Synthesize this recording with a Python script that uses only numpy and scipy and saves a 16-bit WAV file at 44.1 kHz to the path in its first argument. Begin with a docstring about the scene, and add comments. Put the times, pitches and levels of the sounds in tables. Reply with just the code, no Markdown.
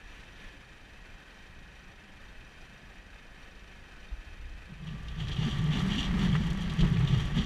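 """Slurry tanker starting to pump

One microphone on top of the steel tank, the tractor's diesel idling alongside. A hiss swells twice.
At about 4 s a knock and a low throb run through the barrel, then slurry surges along the boom pipe:
its air column booms and gulps, the jet sprays and splatters, and the loaded pump whines faintly."""
import sys
import numpy as np
from scipy import signal
from scipy.fft import rfft, irfft, next_fast_len
from scipy.io import wavfile
from scipy.ndimage import uniform_filter1d

SR = 44100
rng = np.random.default_rng(int(sys.argv[2]) if len(sys.argv) > 2 else 0)


def unload_audio(sound):
    """Save the sound as a 16-bit wav file, at the path given as the first command line argument."""
    columns = np.transpose(np.atleast_2d(sound))
    # keep every value between -1 and 1, then stretch to whole-number steps
    steps = np.round(np.clip(columns, -1, 1) * 32767)
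    wavfile.write(sys.argv[1], SR, steps.astype(np.int16))


N = 328545
TIME = np.arange(N) / SR
FIRING_HZ = 24.44

# ringing of the steel under the drops: f/Hz, width/Hz, lift/dB
STEEL_RESONANCES = [(2820, 100, 0.5), (3220, 85, 5), (3880, 130, -4.5), (4060, 88, 2), (4300, 340, -2.5),
                    (4720, 96, 6), (5100, 350, -8), (5660, 260, 6.5), (6300, 100, -1)]


def from_db(db):
    return 10 ** (np.asarray(db) / 20)


def rms_one(x):
    return x / np.sqrt(np.mean(x ** 2) + 1e-20)


def in_time(rows):
    """Each column of a curve at every sample."""
    times, *columns = np.transpose(rows)
    return [np.interp(TIME, times, column) for column in columns]


def opening(at_s, rise_s):
    """A smooth step from 0 to 1 around at_s."""
    return .5 + .5 * np.tanh((TIME - at_s) / rise_s)


def swell(at_s, width_s):
    """A bell curve that peaks at at_s."""
    return np.exp(-.5 * ((TIME - at_s) / width_s) ** 2)


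def drift(rate_hz):
    """Slow random wander; rms 1."""
    hz = np.fft.rfftfreq(N, 1 / SR)
    return rms_one(irfft(rfft(rng.standard_normal(N)) / (1 + (hz / rate_hz) ** 2), N))


def coloured(x, spectrum, resonances=()):
    """Causal filter with a smooth spectrum and narrow resonances on top; rms 1."""
    size = next_fast_len(N + SR // 2)
    hz = np.maximum(np.fft.rfftfreq(size, 1 / SR), 1)
    at_hz, level_db = np.transpose(spectrum)
    octaves_outside = np.maximum(np.log2(at_hz[0] / hz), 0) + np.maximum(np.log2(hz / at_hz[-1]), 0)
    db = np.interp(np.log(hz), np.log(at_hz), level_db) - 24 * np.minimum(octaves_outside, 4)
    for centre, width, lift in resonances:
        db = db + lift / (1 + (2 * (hz - centre) / width) ** 2)
    cepstrum = irfft(np.log(from_db(db)), size)
    cepstrum[1:size // 2] *= 2   # folded for minimum phase
    cepstrum[size // 2:] = 0
    return rms_one(irfft(rfft(x, size) * np.exp(rfft(cepstrum)), size)[:N])


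def grains(per_s, spread_db):
    """Random tiny impacts of uneven size; rms 1."""
    sizes = from_db(spread_db * np.minimum(rng.exponential(1, N), 4)) * rng.choice([-1, 1], N)
    return rms_one(sizes * (rng.random(N) < per_s / SR))


def resonant_noise(hz, width_hz, evenness):
    """A resonance fed by turbulence, its pitch free to move; evenness steadies its strength."""
    lowpass = signal.butter(2, width_hz / 2, fs=SR, output="sos")
    swing = signal.sosfilt(lowpass, rng.standard_normal(N) + 1j * rng.standard_normal(N))
    power = uniform_filter1d(np.abs(swing) ** 2, size=2200) + 1e-12
    swing = swing / power ** (evenness / 2)
    phase = 2 * np.pi * np.cumsum(hz * np.ones(N)) / SR
    return rms_one(np.real(swing * np.exp(1j * phase)))


def booms(rows):
    """Each boom is a low tone that swells and dies quickly."""
    return sum(from_db(db) * swell(s, width) * np.cos(2 * np.pi * hz * (TIME - s))
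               for s, db, hz, width in rows)


def fading(hits, fade_s):
    """Gives each impulse an exponential tail."""
    return signal.lfilter([1], [1, -np.exp(-1 / (fade_s * SR))], hits)


def bursts(per_s, fade_s):
    """Random jumps that fade, none much stronger than the rest; mean 0, rms 1."""
    starts = (rng.random(N) < per_s / SR) * rng.uniform(0.71, 1, N)
    jumps = np.tanh(fading(starts, fade_s))
    return rms_one(jumps - jumps.mean())


def surges(starts, lengths, levels_db, attack_s, release_s):
    """Gain of a row of surges: each rises, holds for its length and dies away; their powers add."""
    power = np.zeros(N)
    for s, length, db in zip(starts, lengths, levels_db):
        release = np.exp(-np.maximum(TIME - s - length, 0) / release_s)
        power += (from_db(db) * opening(s, attack_s) * release) ** 2
    return np.sqrt(power)


def engine(clatter_db=-54.5, rumble_db=-51.5, injector_re_clatter_db=-17, clatter_re_rush_db=3.5):
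    """Diesel clatter swells with each firing and rings the panels, over a lumpy rumble."""
    # spectra of clatter and rumble: f/Hz, relative level/dB
    clatter_colour = [(120, -23), (200, -6), (219, -11), (253, -4), (309, -4.5), (748, -8), (1360, -9.5),
                      (1690, -4.5), (2250, -8.5), (2510, -6), (2850, -12), (5260, -19), (5860, -26),
                      (6420, -25.5), (15000, -40)]
    rumble_colour = [(8.8, -33), (15, 0), (38, -3.5), (53, -5), (70, -11.5), (160, -17), (189, -14.5),
                     (300, -28), (390, -40), (660, -120)]
    # ringing engine panels: f/Hz, width/Hz, lift/dB
    panels = [(190, 46, -2.5), (770, 22, 3.5), (1265, 34, 4.5), (1520, 80, 5), (1727, 52, 6.5),
              (1894, 95, 7), (2140, 32, 7.5), (2140, 460, -3), (2352, 45, 6), (2470, 55, 5.5),
              (2620, 76, 6), (2750, 130, -1.5), (3110, 280, 6), (3420, 130, -3.5), (4440, 300, -4),
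              (5170, 290, -6.5), (5960, 360, 4.5), (9200, 740, 2.5)]
    wander = from_db(0.52 * drift(5.2))
    firing = 1 + 0.039 * np.cos(2 * np.pi * FIRING_HZ * TIME)
    impacts = rng.standard_normal(N) + 0.63 * grains(2500, spread_db=2.0)
    flutter = from_db(0.64 * drift(45))
    # clatter and ticks also rise with each rush of hiss
    level = np.hypot(from_db(clatter_db) * wander, from_db(clatter_re_rush_db) * rush_gain())
    clatter = level * coloured(impacts * firing * flutter, clatter_colour, panels)
    rumble = from_db(rumble_db + drift(11)) * coloured(rng.standard_normal(N), rumble_colour)
    ticks = level * from_db(injector_re_clatter_db) * injectors()
    return clatter + ticks + rumble


def injectors(first_s=0.032, rattle_s=0.0096):
    """Four cylinders tick in turn; each tick is a short rattle that rings high metal modes."""
    # metal modes: f/Hz, relative level/dB, t60/s
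    modes = [(3650, -2.5, .045), (3815, -8.5, 0.028), (4366, -5.5, .04), (5000, -10, .04),
             (5680, -8.5, .03), (5896, -5.5, 0.025), (5960, -8, 0.033), (7000, -14, .02)]
    # each cylinder's tick: relative level/dB
    cylinder_db = [0.71, -.6, -0.002, -0.46]
    firings = (TIME - first_s) * FIRING_HZ + 1
    strength = from_db(cylinder_db)[firings.astype(int) % len(cylinder_db)]
    rattle = strength * np.exp(-(firings % 1) / FIRING_HZ / rattle_s) * rng.standard_normal(N)
    out = np.zeros(N)
    for k, (hz, db, t60) in enumerate(modes):
        radius, angle = from_db(-60 / (t60 * SR)), 2 * np.pi * hz / SR
        ring = signal.lfilter([1, 0, -1], [1, -2 * radius * np.cos(angle), radius ** 2], rattle)
        out += (-1) ** k * from_db(db) * rms_one(ring)
    return rms_one(out)


def rush_gain():
    """Each rush swells and fades evenly."""
    # rushes of hiss: t/s, level/dB, width/s
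    peaks = [(0.168, -61, 0.09), (0.434, -59, 0.064)]
    return sum(from_db(db) * swell(s, width) for s, db, width in peaks)


def rushes():
    """A bright hiss comes and goes twice over the idle."""
    # spectrum of the hiss: f/Hz, relative level/dB
    hiss_colour = [(1200, -12), (2500, 9), (3900, 1), (5200, -20), (5800, -2), (7500, -21), (10000, -21),
                   (15000, -35)]
    return rush_gain() * coloured(rng.standard_normal(N), hiss_colour)


def barrel(trim_db=0.5, drone_re_shake_db=-9.5, drone_hz=54):
    """The tank under the microphone shudders, drones on its lowest mode and booms when a slug knocks."""
    # course of the shudder: t/s, level before trim/dB
    shudder_curve = [(4.25, -46), (4.55, -42.5), (4.7, -53.5), (5.1, -41), (5.98, -39.5), (6.12, -32),
                     (6.58, -36.5), (6.9, -35.5), (7.45, -34)]
    # spectrum of the shaking: f/Hz, relative level/dB
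    shake_colour = [(15, -11), (28, -0.5), (45, -2), (60, 0.5), (80, -11), (100, -16)]
    # heavy slugs knocking: t/s, peak/dB, f/Hz, width/s
    knocks = [(4.133, -28.5, 46, 0.011), (4.19, -35.5, 39.5, 0.011), (6.828, -17.5, 35.2, 0.011)]
    level_db, = in_time(shudder_curve)
    shake = coloured(rng.standard_normal(N), shake_colour)
    shake = shake / np.sqrt(uniform_filter1d(shake ** 2, size=4000) + 1e-9)   # steadies its strength
    drone = from_db(drone_re_shake_db) * resonant_noise(drone_hz, width_hz=28, evenness=0.97)
    shudder = from_db(level_db + trim_db) * opening(4.27, 0.024) * rms_one(shake + drone)
    return shudder + booms(knocks)


def slurry(start_s=4.68, gurgle_db=2.0, sputter_db=2.1):
    """One flow drives pipe and jet; slugs make the pipe boom, gushes throw extra spray and wash."""
    # the flow, from a trickle to the full stream: t/s, level re full/dB
    flow = [(4.7, -37), (4.86, -15.5), (5.14, -12.5), (5.42, -2), (5.85, 0.5), (6.3, 1), (6.52, 0),
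            (7.45, -1)]
    # gushes of the jet: t/s, length/s, spray level/dB, wash drive/dB
    gushes = [(5.185, 0.037, -45.5, -52.5), (5.275, 0.052, -48.5, -53), (5.39, 0.13, -43.5, -49),
              (5.545, 0.041, -49, -61), (5.716, 0.092, -43, -48), (5.884, 0.16, -41, -46.5),
              (5.971, 0.036, -38, -51), (6.183, 0.064, -42.5, -43), (6.785, 0.023, -41, -47.5),
              (7.07, .15, -46, -51.5), (7.359, 0.047, -40, -44.5)]
    # slugs driving the pipe's air column: t/s, length/s, boom drive/dB
    slugs = [(4.7, 0.027, -42.5), (4.808, 0.15, -41.5), (5.17, 0.15, -38), (5.377, 0.075, -29),
             (5.586, 0.13, -28.5), (5.736, 0.2, -32), (6.115, 0.038, -25.5), (6.22, 0.19, -28),
             (6.788, 0.073, -23), (6.897, 0.153, -24.5), (7.1, 0.069, -24), (7.36, .04, -27.5)]
    flow_db, = in_time(flow)
    starts, lengths, spray_db, wash_db = np.transpose(gushes)
    gush_spray = surges(starts, lengths, spray_db, attack_s=.012, release_s=0.036)
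    gush_wash = surges(starts, lengths, wash_db, attack_s=.012, release_s=0.036)
    slug_boom = surges(*np.transpose(slugs), attack_s=0.014, release_s=0.015)
    boom = np.hypot(from_db(-36.5 + .75 * flow_db + gurgle_db * drift(24)), slug_boom)
    wash = np.hypot(from_db(-47 + flow_db), gush_wash)
    spray = np.hypot(from_db(-51.5 + 0.76 * flow_db + sputter_db * drift(25)), gush_spray)
    return (pipe(boom, wash) + jet(wash, spray) + pump() + crackle(flow_db)) * opening(start_s, 0.018)


def pipe(boom, wash, upper_hz=385):
    """The air column booms and gulps under a weak upper resonance; the flow churns around it."""
    # the pitch rises as the pipe fills and sinks again: t/s, f/Hz
    pitch = [(4.72, 165.9), (4.85, 149), (5.3, 140), (5.65, 150), (6.0, 202), (6.4, 170), (6.85, 160.3),
             (6.94, 143.6), (7.3, 141.4), (7.4, 171.4)]
    # air gulps: t/s, peak/dB, f/Hz, width/s
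    gulps = [(4.94, -40, 210, 0.01), (5.475, -27, 226, 0.012), (5.48, -44.5, 393, 0.014),
             (5.755, -31.5, 249, 0.0069), (5.99, -32.5, 264, 0.012), (6.299, -18.5, 140, 0.0043),
             (6.34, -24, 140, 0.0098), (6.355, -45.5, 395, 0.0086), (6.838, -34.5, 331, 0.01),
             (7.395, -28.5, 234.6, 0.023)]
    hz, = in_time(pitch)
    column = boom * from_db(-0.5) * resonant_noise(hz, width_hz=37, evenness=0.84)
    churn = wash * from_db(9.5) * resonant_noise(.93 * hz, width_hz=103, evenness=0.69)
    upper = boom * from_db(-23.5) * resonant_noise(upper_hz, width_hz=100, evenness=1.0)
    return column + churn + upper + booms(gulps)


def jet(wash, spray, wash_trim_db=2.0, clump_db=2.0, lump_db=1.5):
    """The body of the jet washes dully; its drops land in clumps as a bright spray on the steel."""
    # spectra of wash and spray: f/Hz, relative level/dB
    wash_colour = [(150, -7), (260, 3.5), (390, 4.5), (480, -3), (650, -3), (900, 1), (1050, -3),
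                   (1250, 1.5), (1450, -5), (1880, 4), (2050, -1), (2600, -5.5), (4000, -12.5),
                   (15000, -39.5)]
    spray_colour = [(1200, -23), (2600, -10), (2850, 2.5), (3300, 2), (4000, -8), (4700, -11.5),
                    (5150, -30), (5750, -15), (7000, -20), (7600, -23), (9200, -38), (11200, -34),
                    (12200, -43), (15000, -70)]
    lumps = grains(3000, spread_db=3.5) + rng.standard_normal(N)
    lumps *= from_db(lump_db * bursts(80, fade_s=0.0065))
    drops = grains(7000, spread_db=3.5) + rng.standard_normal(N)
    drops *= from_db(clump_db * bursts(69.6, fade_s=0.003))
    body = wash * from_db(wash_trim_db) * coloured(lumps, wash_colour)
    return body + spray * coloured(drops, spray_colour, STEEL_RESONANCES)


def pump():
    """A thin, unsteady whine that sags as the pump takes load."""
    # course of the whine: t/s, f/Hz, level/dB
    whine = [(4.7, 1172, -80), (4.9, 1173, -63), (5.2, 1169, -63), (5.6, 1162, -52.5), (6.0, 1158, -54),
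             (6.4, 1152, -58.5), (6.7, 1144, -57), (7.1, 1149, -56.5), (7.45, 1154, -58)]
    hz, db = in_time(whine)
    return from_db(db) * resonant_noise(hz, width_hz=20.6, evenness=1.0)


def crackle(flow_db, full_flow_db=-64.5, drops_per_s=49):
    """Stray drops hit the steel one by one, each a very short bright spit."""
    # spectrum of a spit: f/Hz, relative level/dB
    spit_colour = [(3000, 0), (6000, 2), (8500, -3), (11300, -9), (14000, -17)]
    hits = (rng.random(N) < drops_per_s / SR) * rng.uniform(0.35, 1, N)
    spits = fading(hits + 1e-18, fade_s=.004) * rng.standard_normal(N)
    return from_db(full_flow_db + 0.88 * flow_db) * coloured(spits, spit_colour, STEEL_RESONANCES)


def splats(trim_db=-6.5):
    """Each lump of slurry bursts suddenly into a fading cloud of drops around its own pitch."""
    # lumps landing: t/s, level before trim/dB, f/Hz, fade/s, width/octaves
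    landings = [(4.886, -42.5, 2940, 0.018, 0.45), (5.083, -38, 3050, 0.01, 0.8),
                (5.282, -32, 3220, 0.01, 0.6), (5.317, -31, 3180, 0.012, 0.57),
                (5.365, -32.5, 3200, 0.011, 0.45), (5.726, -31.5, 3100, 0.028, 0.36),
                (6.221, -34, 2400, 0.0045, 1.5), (6.351, -26, 1620, 0.009, 1.2),
                (6.697, -33, 2920, 0.011, 0.97), (6.806, -32, 3140, 0.013, 0.67),
                (6.83, -32, 747, .028, 2.2), (6.97, -30, 2100, 0.0066, 0.93),
                (7.074, -31, 3140, 0.016, 0.45), (7.387, -36, 3110, 0.015, 0.49)]
    out = np.zeros(N)
    for s, db, hz, fade, octaves in landings:
        edge_ratio = 2 ** (octaves / 2)
        band = signal.butter(2, [hz / edge_ratio, hz * edge_ratio], "band", fs=SR, output="sos")
        cloud = rms_one(signal.sosfilt(band, rng.standard_normal(N)))
        envelope = opening(s, 0.0014) * np.exp(-np.maximum(TIME - s, 0) / fade)
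        out += from_db(db + trim_db) * cloud * envelope
    return out


def scene():
    """Mono, from the tank top: the engine runs throughout; pipe, jet and whine join as slurry moves."""
    return (engine() + barrel() + slurry() + splats() + rushes())[None, :]


def record(dry, cutoff_hz=15100):
    """The highest treble is cut steeply."""
    return signal.sosfilt(signal.ellip(10, .2, 80, cutoff_hz, fs=SR, output="sos"), dry)


dry = scene()
out = record(dry)
unload_audio(out)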